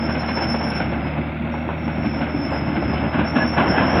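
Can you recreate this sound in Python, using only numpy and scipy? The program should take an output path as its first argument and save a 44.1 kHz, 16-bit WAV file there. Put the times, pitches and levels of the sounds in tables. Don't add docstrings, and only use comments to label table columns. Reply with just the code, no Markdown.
import sys
import numpy as np
from scipy import signal
from scipy.fft import rfft, irfft, next_fast_len
from scipy.io import wavfile
from scipy.ndimage import map_coordinates

SR = 44100
rng = np.random.default_rng(int(sys.argv[2]) if len(sys.argv) > 2 else 0)


def wrap_up_sound(samples):
    columns = np.atleast_2d(samples).T
    tamed = np.clip(columns, -1, 1)
    steps = np.round(tamed * 32767).astype(np.int16)
    wavfile.write(sys.argv[1], SR, steps)


N = 4 * SR


def amp(db):
    return 10 ** (np.asarray(db) / 20)


def unit(x):
    return x / np.sqrt(np.mean(x ** 2) + 1e-20)


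def along(points, hz):
    freqs, values = np.transpose(points)
    return np.interp(np.log(hz + 1), np.log(freqs + 1), values)


def curves(rows):
    times, *columns = np.transpose(rows)
    return [np.interp(np.arange(N) / SR, times, column) for column in columns]


def wobble(rate):
    return map_coordinates(rng.standard_normal(N // 8), [np.arange(N) * rate / SR], mode="wrap")


def filtered(x, response):
    size = next_fast_len(N + SR // 2)
    return irfft(rfft(x, size) * response(np.fft.rfftfreq(size, 1 / SR)), size)[:N]


def coloured(x, spectrum):
    size = 8192
    cepstrum = irfft(np.log(amp(along(spectrum, np.fft.rfftfreq(size, 1 / SR)))))
    cepstrum[1:size // 2] *= 2
    cepstrum[size // 2 + 1:] = 0
    impulse = irfft(np.exp(rfft(cepstrum)))
    return signal.fftconvolve(x, impulse / np.linalg.norm(impulse))[:N]


def rattle(spread_db, rate):
    return unit(rng.standard_normal(N) * amp(spread_db * wobble(rate)))


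def ring(modes, start, scatter_db, attack_s):
    out, t = np.zeros(N + SR), np.arange(SR // 2) / SR
    tone = 0
    for hz, db, fade_s in modes:
        louder, detune, shift = rng.standard_normal(3)
        envelope = amp(db + scatter_db * louder - 60 * t / fade_s)
        tone += envelope * np.sin(2 * np.pi * hz * (1 + 0.0059 * detune) * t + np.pi * shift)
    out[round(start * SR):][:len(t)] = tone * (1 - np.exp(-(t / attack_s) ** 2))
    return out[:N] / np.abs(out).max()


def burst(start, attack_s, hold_s, fade_s):
    t = np.arange(N) / SR - start
    return np.clip(t / attack_s, 0, 1) * amp(-60 * np.maximum(t - hold_s, 0) / fade_s)


# time_s, rate_hz
FIRING_RATE = [(0.0, 76.67), (0.58, 76.66), (0.88, 73.03), (1.18, 76.2), (1.8, 79.8), (2.14, 76.35),
               (2.68, 75.95), (2.74, 73.2), (3.38, 77.73), (3.75, 75.9), (3.9, 80.9), (4.0, 79.6)]
# multiple_of_firing_rate, level_db
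EXHAUST_TONES = [(1, -32.5), (1.5, -42), (2, -33.5), (2.5, -42.5), (4, -44)]
# time_s, level_db
BOOM_LEVEL = [(0, -28.5), (.2, -33.5), (.47, -25.5), (.7, -30), (.85, -35), (1.1, -41), (1.27, -29),
              (1.4, -35.5), (1.52, -28.5), (1.7, -35), (1.95, -34.5), (2.1, -26), (2.3, -32.5), (2.6, -36),
              (3.2, -33), (4, -31.5)]
# frequency_hz, level_db
CLATTER_COLOUR = [(180, -8), (300, 0.5), (420, -17), (550, 3.5), (690, -1), (880, -5), (1050, -13.5),
                  (1420, -3), (1750, -20), (1950, -7.5), (2230, -3.5), (2450, -10), (2650, -5.5),
                  (2950, -25.5), (3500, -17), (4500, -36.5), (5600, -47), (7000, -66.5), (9000, -88)]
def engine():
    (firing_hz,), (boom_db,) = curves(FIRING_RATE), curves(BOOM_LEVEL)
    phase = 2 * np.pi * np.cumsum(firing_hz * (1 + 0.0058 * wobble(14))) / SR
    tones = 0
    for multiple, db in EXHAUST_TONES + [(3, boom_db)]:
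        level = amp(db + 0.54 * multiple * wobble(12))
        tones += level * np.sqrt(2) * np.sin(multiple * phase + rng.uniform(0, 2 * np.pi))
    pulses = 1 + 0.17 * np.cos(phase) + 0.15 * np.cos(phase / 2)
    clatter = coloured(pulses * rattle(spread_db=1, rate=340), CLATTER_COLOUR)
    return tones + amp(-34) * unit(clatter)


# frequency_hz, level_db
HISS_COLOUR = [(1000, 3), (6000, 3.5), (8000, -1.5), (12000, 2.5), (15500, 8.5)]
def hiss():
    return amp(-69) * unit(coloured(rng.standard_normal(N), HISS_COLOUR))


# time_s, relative_grind_db, relative_rumble_db
ROLLING_LEVELS = [(0.0, -25, -22.5), (0.29, -23.5, -26), (0.54, -24.5, -23.5), (1.08, -27.5, -23.5),
                  (1.34, -32, -26), (2.39, -27.5, -22), (2.85, -24, -19), (3.46, -26, -23),
                  (3.78, -16.5, -19), (4.0, -16.5, -19)]
# frequency_hz, level_db
GRIND_COLOUR = [(200, -18.5), (450, -3.5), (620, 1.5), (850, 0), (1200, -7.5), (1600, -4.5), (1900, -11),
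                (2150, -8.5), (2400, -19.5), (2650, -14), (3300, -19.5), (4000, -47.5), (4700, -46.5),
                (7000, -78.5), (9000, -86)]
RUMBLE_COLOUR = [(25, -37.5), (40, -19), (56, 1), (90, 0), (130, 4.5), (200, 5.5), (280, 5.5), (350, 3.5),
                 (450, -17.5), (800, -70.5), (3000, -67), (7000, -115)]
def rolling():
    grind_db, rumble_db = curves(ROLLING_LEVELS)
    grind_gain = amp(grind_db - 5.5 + 1.5 * wobble(22.31))
    grind = unit(coloured(rattle(spread_db=1, rate=250), GRIND_COLOUR))
    rumble = unit(coloured(rattle(spread_db=1.5, rate=90), RUMBLE_COLOUR))
    rumble_gain = amp(rumble_db - 5 + 2.4 * wobble(18))
    return grind_gain * grind + rumble_gain * rumble


def chatter_band(hz):
    centre_hz, rolloff_hz = 70, 200
    return 1 / np.hypot(1, 0.8 * (hz / centre_hz - centre_hz / (hz + 1))) / (1 + (hz / rolloff_hz) ** 2)


def squeal(pitch, level):
    (hz,), (db,) = curves(pitch), curves(level)
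    db = db + 2.8 * wobble(40)
    force_db = db + 35
    phase = 2 * np.pi * np.cumsum(hz + 10 * wobble(24)) / SR
    level_jitter, phase_jitter = [unit(filtered(rng.standard_normal(N), chatter_band)) for _ in range(2)]
    depth = amp(-12.5 - 0.35 * np.clip(force_db, -9, 9))
    chatter = (1 + depth * (level_jitter + 1j * phase_jitter)) / np.sqrt(1 + 2 * depth ** 2)
    tone = np.exp(1j * phase) * chatter
    octave = amp(-28 + 0.2 * force_db + 2.4 * wobble(19)) * tone ** 2
    return amp(db) * np.sqrt(2) * (tone + octave).real


# time_s, pitch_hz
HIGH_SQUEAL_PITCH = [(0, 5285), (.13, 5360), (.22, 5335), (.5, 5316), (.6, 5385), (.72, 5362), (1.0, 5355),
                     (1.52, 5480), (1.82, 5470), (1.89, 5380), (2.0, 5400), (2.08, 5350), (2.44, 5305),
                     (2.55, 5335), (3.2, 5300), (3.28, 5405), (3.55, 5412), (3.7, 5345), (3.86, 5310),
                     (3.92, 5430), (4, 5400)]
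LOW_SQUEAL_PITCH = [(.98, 5085), (1.08, 5108), (1.3, 5105), (2.56, 5150), (2.72, 5210), (2.93, 5165),
                    (3.02, 5200), (3.2, 5175), (4, 5170)]
# time_s, level_db
HIGH_SQUEAL_LEVEL = [(0, -42), (.06, -37.5), (.3, -43), (.41, -34.5), (.53, -32.5), (.6, -42.5),
                     (0.699, -35), (.77, -37.5), (0.839, -57), (1.101, -81), (1.5, -88.5), (1.53, -56.5),
                     (1.619, -55.5), (1.68, -75.5), (1.82, -51.5), (1.9, -60), (2.08, -45.5), (2.3, -51),
                     (2.44, -39), (2.499, -52), (2.579, -42), (2.66, -56), (2.921, -52.5), (3.19, -67),
                     (3.259, -42), (3.38, -42.5), (3.48, -36.5), (3.62, -48), (3.71, -31.5), (3.78, -48.5),
                     (3.9, -36), (4, -42.5)]
LOW_SQUEAL_LEVEL = [(.93, -88), (1.04, -52), (1.14, -68.5), (1.22, -69), (1.32, -95), (2.47, -95),
                    (2.52, -45.5), (2.58, -39.5), (2.66, -53), (2.82, -53), (2.94, -45), (3.0, -54),
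                    (3.12, -49.5), (3.25, -67.5), (3.75, -57.5), (3.97, -46)]
def bearings():
    high = squeal(HIGH_SQUEAL_PITCH, HIGH_SQUEAL_LEVEL)
    low = squeal(LOW_SQUEAL_PITCH, LOW_SQUEAL_LEVEL)
    return yard(high + low, echo_db=-8)


# frequency_hz, fade_s
ECHO_FADE = [(150, .35), (1500, 0.46), (6000, 0.7), (12000, 0.17)]
def yard(x, echo_db):
    hz, t, noise = signal.stft(rng.standard_normal(SR // 2), SR, nperseg=256)
    fade = amp(-60 * t / along(ECHO_FADE, hz)[:, None])
    _, tail = signal.istft(noise * fade, SR, nperseg=256)
    echo = signal.fftconvolve(x, tail / np.linalg.norm(tail))[:N]
    return (x + amp(echo_db) * echo) / np.hypot(1, amp(echo_db))


# start_s, relative_body_db, relative_edge_db
CLACK_HITS = [(0.085, -18.5, -33.5), (0.145, -18.5, -32), (0.23, -23.5, -36), (0.279, -27, -28.5),
              (0.367, -16, -32.5), (0.418, -24, -32.5), (0.54, -15.5, -34.5), (0.603, -21, -38),
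              (0.707, -27, -31.5), (0.752, -24, -31), (0.797, -17.5, -30.5), (0.917, -20.5, -35),
              (1.061, -28.5, -35), (1.174, -22, -39.5), (1.444, -26, -44.5), (1.537, -23, -43.5),
              (1.687, -17, -39), (1.875, -21, -36), (2.041, -21, -33), (2.204, -19, -30),
              (2.517, -18.5, -38), (2.668, -20.5, -44), (2.75, -21, -33), (2.817, -17.5, -38.5),
              (2.929, -18, -33), (2.959, -24.5, -34.5), (3.01, -22.5, -53), (3.657, -19, -37)]
# frequency_hz, level_db
BODY_COLOUR = [(150, -5.5), (400, 0.5), (620, 3.5), (850, 0.5), (1200, -7), (1600, -11), (2200, -19),
               (3500, -33.5), (5500, -56.5), (7500, -78.5), (10000, -100)]
EDGE_COLOUR = [(500, -27.5), (1100, -6.5), (1550, 9), (1900, -9), (2150, 5), (2650, 0), (3300, -8),
               (4200, -19), (5000, -38.5), (6200, -39), (7500, -62), (10000, -75)]
def clacks():
    knock = sum(amp(db - 5) * burst(start, attack_s=0.003, hold_s=0.007, fade_s=0.11)
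                for start, db, _ in CLACK_HITS)
    bite = sum(amp(db - 1) * burst(start, attack_s=0.008, hold_s=0.022, fade_s=0.18)
               for start, _, db in CLACK_HITS)
    body = coloured(knock * rattle(spread_db=1.5, rate=400), BODY_COLOUR)
    edge = coloured(bite * rattle(spread_db=1.5, rate=400), EDGE_COLOUR)
    return yard(body + edge, echo_db=-8.5)


# start_s, relative_level_db, pitch_hz
THUMP_HITS = [(0.09, -20, 230), (0.159, -11.5, 249.4), (0.304, -15, 247), (0.382, -12.5, 235),
              (0.538, -17, 238.6), (0.612, -17, 235), (0.792, -16, 177), (0.922, -15, 229),
              (1.179, -15.5, 231), (1.401, -24, 218), (1.685, -20, 277), (1.855, -15.5, 219.6),
              (2.057, -7, 225.6), (2.227, -15.5, 231), (2.338, -14, 293), (2.716, -19.5, 281),
              (2.776, -15.5, 336), (2.828, -19, 226), (2.93, -16, 189), (3.086, -17.5, 227),
              (3.342, -20, 330.5), (3.44, -11, 241), (3.576, -14, 219.1), (3.771, -8, 277),
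              (3.845, -7.5, 255.4), (3.942, -10.5, 199.6)]
# multiple_of_pitch, relative_level_db, fade_s
FRAME_TONES = [(.58, -16.5, .1), (0.799, -17, 0.062), (1, -2, 0.15), (1.301, -7.5, 0.072)]
def thumps():
    out = np.zeros(N)
    for start, level_db, pitch_hz in THUMP_HITS:
        modes = [(multiple * pitch_hz, db, fade_s) for multiple, db, fade_s in FRAME_TONES]
        out += amp(level_db - 3) * ring(modes, start, scatter_db=0.5, attack_s=0.0049)
    return out


# start_s, pitch_hz, level_db, hold_s
CHIRP_RUBS = [(0.199, 4150, -50, 0.023), (0.202, 6640, -61, 0.014), (0.273, 4150, -49, 0.028),
              (2.5, 7580, -66.5, 0.032), (2.952, 2990, -40.5, 0.034), (3.394, 1700, -23, 0.04),
              (3.896, 5600, -47.5, 0.071)]
def chirps():
    out = np.zeros(N)
    for start, hz, db, hold_s in CHIRP_RUBS:
        tone = np.sqrt(2) * np.sin(2 * np.pi * np.cumsum(hz + 28 * wobble(160)) / SR)
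        out += amp(db) * burst(start, attack_s=0.012, hold_s=hold_s, fade_s=0.08) * tone
    return out


# start_s, peak_db
PING_HITS = [(.432, -56), (3.14, -60), (3.628, -55)]
# pitch_hz, relative_level_db, fade_s
PING_TONES = [(9500, -7, .08), (11900, 0, .12), (12800, -4, .09), (13850, -4, .09), (14800, -3, .05)]
def pings():
    return sum(amp(db) * ring(PING_TONES, start, scatter_db=2, attack_s=0.002) for start, db in PING_HITS)


# time_s, pitch_hz, level_db
MOTOR_HUM = [(2.0, 272, -55), (2.2, 277, -36), (2.42, 286, -27.5), (2.6, 292, -34.5), (2.8, 294, -36),
             (3.1, 285, -41)]
def motor():
    hz, db = curves(MOTOR_HUM)
    level = amp(db + 2.5 * wobble(25))
    phase = 2 * np.pi * np.cumsum(hz + 6 * wobble(40)) / SR
    return level * np.sqrt(2) * np.sin(phase)


# start_s, relative_crash_db, hold_s, relative_ring_db
CRASH_HITS = [(3.122, -22.5, 0.025, -43.5), (3.177, -20, 0.015, -51), (3.348, -17.5, 0.026, -38),
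              (3.405, -28.5, 0.037, -47), (3.563, -15, 0.045, -36), (3.765, -19, 0.073, -32.5),
              (3.935, -20.5, .07, -46)]
# frequency_hz, level_db
CRASH_COLOUR = [(47, -46.5), (80, -4), (262, 3), (429, -7.5), (625, -1), (1150, -5.5), (1250, -10.5),
                (1580, -4.5), (1890, -18), (2090, -15), (2350, -14), (2860, -16), (4000, -31.5),
                (4510, -52.5), (5380, -30.5), (5710, -53), (9000, -88), (11700, -118), (19800, -120)]
# pitch_hz, relative_level_db, fade_s
SHOE_TONES = [(1390, -6, 0.16), (1700, 2.5, 0.2), (1713, -3, 0.11), (2030, -3, 0.15), (2638, -2, .2),
              (3262, -10, 0.12)]
def crashes():
    force = sum(amp(db) * burst(start, attack_s=0.016, hold_s=hold_s, fade_s=0.33)
                for start, db, hold_s, _ in CRASH_HITS)
    ringing = sum(amp(db + 16.5) * ring(SHOE_TONES, start, scatter_db=1.5, attack_s=0.012)
                  for start, _, _, db in CRASH_HITS)
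    clatter = coloured(force * rattle(spread_db=0.5, rate=480), CRASH_COLOUR)
    return yard(clatter, echo_db=-25) + ringing


def scene():
    ongoing = engine() + hiss() + rolling() + bearings()
    return (ongoing + clacks() + thumps() + chirps() + pings() + motor() + crashes())[None]


def record(dry):
    bottom_hz, top_hz = 42, 15720
    bass_cut = signal.butter(3, bottom_hz, "highpass", fs=SR, output="sos")
    return filtered(signal.sosfilt(bass_cut, dry[0]), lambda hz: hz < top_hz)[None]


dry = scene()
out = record(dry)
wrap_up_sound(out)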